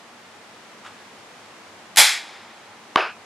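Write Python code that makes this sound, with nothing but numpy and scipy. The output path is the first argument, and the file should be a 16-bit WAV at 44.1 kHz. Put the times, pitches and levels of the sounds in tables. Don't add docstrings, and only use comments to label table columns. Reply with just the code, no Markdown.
import sys
import numpy as np
from scipy import signal
from scipy.fft import rfft, irfft
from scipy.io import wavfile
from scipy.ndimage import uniform_filter1d

SR = 44100
rng = np.random.default_rng(int(sys.argv[2]) if len(sys.argv) > 2 else 0)


def generate_wav(sig):
    pcm = np.round(np.clip(np.atleast_2d(sig).T, -1, 1) * 32767).astype(np.int16)
    wavfile.write(sys.argv[1], SR, pcm)


N = 143325

# (time [s], level [dB])
LID_CLATTER = [(1.9599, -23), (1.967, -34), (1.9705, -34), (1.9712, -14), (1.984, -9), (2.0, -7),
               (2.012, -13.5), (2.03, -42)]
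# (time [s], level [dB])
LID_SNAPS = [(1.9603, -11), (1.9711, 4), (1.978, -1), (1.9858, 3.5), (2.0015, 7.5)]
# (frequency [Hz], relative density [dB per Hz])
LID_SPECTRUM = [(60, -48), (120, -36), (275, -28), (500, -15.5), (660, -13), (810, -1.5), (1000, -11.5),
                (1300, -10), (1700, -5), (2150, -3), (2600, -7), (3300, -5.5), (4200, -4.5), (5600, -8.5),
                (10100, -8.5), (12000, -11.5), (14200, -31), (15400, -43)]
# (frequency [Hz], side minus mid [dB])
LID_SIDE_MID = [(60, -7.5), (110, -7), (200, -12), (380, -21.5), (700, -25), (1290, -40), (2380, -20.5),
                (4400, -20.5), (8120, -9), (15000, -4)]
# (time [s],
# level [dB], contact [ms], brightness tilt [dB per octave])
BODY_KNOCKS = [(2.9571, -24, .4, 0), (2.9588, -2.5, 0.22, -4), (2.9593, 3.5, .17, 7),
               (2.9598, 5.5, 0.34, 0), (2.9626, -15, 0.32, 16), (2.9652, -17, .3, -1),
               (2.9684, -18, .25, 1.5), (2.9713, -8.5, .3, -1)]
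# (frequency [Hz], relative level [dB], t60 [s])
BODY_MODES = [(710, -29, .016), (1148, 5.5, .017), (1550, -4, .007), (2300, -0.5, 0.0064), (3050, 1, .004),
              (3900, -9.5, 0.0028), (5300, -20, .003), (7800, -29, .003), (10800, -36, .003)]
# (frequency [Hz], relative density [dB per Hz])
KNOCK_AIR_SPECTRUM = [(150, -52), (240, -30), (340, -3), (650, 0.5), (1250, -0.5), (1550, -1.5),
                      (2000, -12.5), (2450, -8), (2900, -9), (3400, -18), (4300, -21), (5100, -19.5),
                      (5800, -30.5), (7200, -38), (8100, -48), (10600, -37), (15000, -92)]
# (time [s], level [dB])
BRUSH_LEVEL = [(.835, -60), (.85, -40), (.856, -44), (.865, -40.5), (.875, -41.5), (.91, -61)]
# (frequency [Hz], relative density [dB per Hz])
BRUSH_SPECTRUM = [(500, -26), (1000, 1), (1300, 6.5), (2000, -3), (3300, -4.5), (5000, -15), (8000, -18),
                  (12000, -36)]
# (frequency [Hz], t60 [s])
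NEAR_DECAY = [(200, 0.29), (500, .33), (900, 0.33), (1500, 0.63), (2100, 0.73), (3000, 0.56), (4500, 0.57),
              (8000, 0.44), (14000, 0.27)]
# (frequency [Hz], t60 [s])
FAR_DECAY = [(200, 0.78), (1000, 2.6), (2000, 1.82), (5000, 1.15), (12000, 0.52)]
# (frequency [Hz], left-right correlation [0-1])
ROOM_LIKENESS = [(60, 0.88), (150, 1), (380, 1), (950, 1), (2380, 0.99), (5980, 1), (15000, 0.29)]
# (frequency [Hz], relative density [dB per Hz])
HISS_SPECTRUM = [(12, -78), (20, -47), (70, -20), (106, -13.5), (166, -7), (361, -3), (596, -3), (832, -1),
                 (905, -1.5), (1490, -4.5), (2080, -6), (7090, -17), (11400, -26.5), (15400, -45)]
# (frequency [Hz], width [Hz], boost [dB])
HUM_BUMPS = [(100, 13, 9.5), (221, 41, 5.5)]
# (frequency [Hz], left-right correlation [0-1])
HISS_LIKENESS = [(60, 0.99), (150, 1), (380, 0.87), (950, 0.72), (2380, 0.32), (5980, 0.11), (15000, 0.11)]
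# (frequency [Hz], left minus right [dB])
BALANCE = [(60, 9.5), (110, -0.5), (200, 1.5), (380, 0.5), (700, 1), (1290, 0), (2380, 0), (4400, 0.5),
           (8120, 0), (15000, 2.5)]

CLICKS_PER_S, CLICK_SPREAD_DB = 5000, 2.5
LID_ROOM_DB, LID_FAR_DB, LID_CUT_S, LID_TAILS = 0, -21.5, 0.23, 11
BODY_LOW_HZ = 267
KNOCK_ROOM_DB, KNOCK_FAR_DB, KNOCK_CUT_S = -2, -35, 0.16
TICK_S, TICK_DB, TICK_HZ, TICK_RISE_S, TICK_ROOM_DB = 3.0066, -11, 2550, 0.0013, -9
BRUSH_ROOM_DB = -8.5
GAP_S, BUILD_S, CUT_DB, TURN_S = 0.0026, 0.01, -11.5, 0.004
HISS_RMS_DB = -45
DUCK_FROM_DB, DUCK_SHARE, DUCK_S, RECOVER_DB_PER_S, START_DUCK_DB = -28, 0.098, 0.05, 1.76, 1.5
EDGE_HZ = 15600


def lid():
    train = clicks(LID_CLATTER)
    for time_s, level_db in LID_SNAPS:
        train[round(time_s * SR)] += amp(level_db)
    hz = np.fft.rfftfreq(N, 1 / SR)
    flipped = train * rng.choice([-1., 1.], N)
    side = irfft(rfft(flipped) * amp(read(LID_SIDE_MID, hz)), N)
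    direct = train + [[1], [-1]] * side
    tail = room(train, LID_FAR_DB, LID_CUT_S, count=LID_TAILS)
    both = direct + amp(LID_ROOM_DB) * tail
    return signal.oaconvolve(both, shade(LID_SPECTRUM)[None], axes=1)[:, :N]


def knocks():
    t, body = np.arange(2000) / SR, np.zeros(N)
    for time_s, level_db, contact_ms, tilt_db in BODY_KNOCKS:
        ring = np.zeros(len(t))
        for hz, mode_db, t60_s in BODY_MODES:
            start_db = mode_db + tilt_db * np.log2(hz / 1500)
            ring += amp(start_db - 60 * t / t60_s) * np.sin(2 * np.pi * hz * t)
        push = np.sin(np.pi * np.minimum(t * 1000 / contact_ms, 1)) ** 2
        ring = np.convolve(ring, push)[:len(t)]
        body[round(time_s * SR):][:len(t)] += amp(level_db) * ring / abs(ring).max()
    body = signal.lfilter(*signal.butter(2, BODY_LOW_HZ, "high", fs=SR), body)
    air, colour = np.zeros(N), shade(KNOCK_AIR_SPECTRUM)
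    air[np.argmax(abs(body)):][:len(colour)] = colour * np.linalg.norm(body)
    return body + amp(KNOCK_ROOM_DB) * room(air, KNOCK_FAR_DB, KNOCK_CUT_S)


def tick():
    u = np.maximum(np.arange(N) / SR - TICK_S, 0) / TICK_RISE_S
    envelope = (u * np.exp(1 - u)) ** 2
    direct = amp(TICK_DB) * envelope * np.sin(2 * np.pi * TICK_HZ * TICK_RISE_S * u)
    return direct + amp(TICK_ROOM_DB) * room(direct, KNOCK_FAR_DB, KNOCK_CUT_S)


def brush():
    direct = signal.oaconvolve(clicks(BRUSH_LEVEL), shade(BRUSH_SPECTRUM))[:N]
    return direct + amp(BRUSH_ROOM_DB) * room(direct, KNOCK_FAR_DB, KNOCK_CUT_S)


def room(x, far_db, cut_s, count=1):
    def level(hz, t):
        near = amp(-60 * t / read(NEAR_DECAY, hz) + CUT_DB * (t / cut_s) ** 6)
        far = amp(far_db - 60 * t / read(FAR_DECAY, hz))
        return np.hypot(near, far)
    out = np.zeros((2, N))
    turn = (np.arange(N) / SR / TURN_S).astype(int) % count
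    build = np.clip((np.arange(SR) / SR - GAP_S) / BUILD_S, 0, 1) ** 2
    for k in range(count):
        tail = noise(SR, size=256, same=ROOM_LIKENESS, level=level) * build
        tail = tail / np.linalg.norm(tail[0])
        out += signal.fftconvolve((x * (turn == k))[None], tail, axes=1)[:, :N]
    return out


def hiss():
    def level(hz, t):
        return amp(read(HISS_SPECTRUM, hz) + bumps(hz, HUM_BUMPS) + 0 * t)
    return amp(HISS_RMS_DB) * unit(noise(N, size=8192, same=HISS_LIKENESS, level=level))


def clicks(curve):
    time_s, level_db = np.transpose(curve)
    hit = rng.random(N) < CLICKS_PER_S / SR
    size, sign = rng.exponential(1, N), rng.choice([-1., 1.], N)
    train = sign * hit * amp(CLICK_SPREAD_DB * np.minimum(size, 4))
    return unit(train) * amp(np.interp(np.arange(N) / SR, time_s, level_db, left=-200, right=-200))


def noise(length, size, same, level):
    hop = size // 4
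    frames, hz = length // hop + 5, np.fft.rfftfreq(size, 1 / SR)[:, None]
    a, b, c, d = rng.standard_normal((frames, len(hz), 4)).T
    left, other = a + 1j * b, c + 1j * d
    k = np.clip(read(same, hz), -1, 1)
    z = np.array([left, k * left + np.sqrt(1 - k ** 2) * other])
    balance_db = read(BALANCE, hz)
    z = z * level(hz, np.arange(frames) * hop / SR) * amp(np.array([balance_db, -balance_db]) / 2)
    return signal.istft(z, nperseg=size, noverlap=size - hop)[1][:, :length]


def shade(points):
    return causal(read(points, np.fft.rfftfreq(4096, 1 / SR)))


def causal(db):
    log = np.log(amp(np.maximum(np.r_[db, db[-2:0:-1]], -100)))
    h = np.fft.ifft(np.exp(np.conj(signal.hilbert(log)))).real[:len(db)]
    return h / np.linalg.norm(h)


def bumps(hz, rings):
    return sum(boost_db / (1 + (2 * (hz - f) / width) ** 2) for f, width, boost_db in rings)


def read(points, hz):
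    f, value = np.transpose(points)
    return np.interp(np.log(hz + 1), np.log(f + 1), value)


def amp(db):
    return 10 ** (np.asarray(db) / 20)


def unit(x):
    return x / np.sqrt(np.mean(x ** 2) + 1e-20)


def scene():
    return lid() + knocks() + tick() + brush() + hiss()


def record(dry):
    power_db = 10 * np.log10(abs(uniform_filter1d((dry ** 2).mean(0), 800)) + 1e-12)
    want_db = DUCK_SHARE * np.maximum(power_db - DUCK_FROM_DB, 0)
    want_db[0] = START_DUCK_DB
    recovery_db = np.arange(N) * RECOVER_DB_PER_S / SR
    held_db = np.maximum(np.maximum.accumulate(want_db + recovery_db) - recovery_db, 0)
    r = np.exp(-1 / (DUCK_S * SR))
    duck_db = signal.lfilter([1 - r], [1, -r], held_db - held_db[0]) + held_db[0]
    clipped = np.clip(dry / amp(duck_db), -1, 1)
    low_pass = signal.firwin(511, EDGE_HZ, window=("kaiser", 9), fs=SR)
    return np.clip(signal.oaconvolve(clipped, low_pass[None], "same"), -1, 1)


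dry = scene()
out = record(dry)
generate_wav(out)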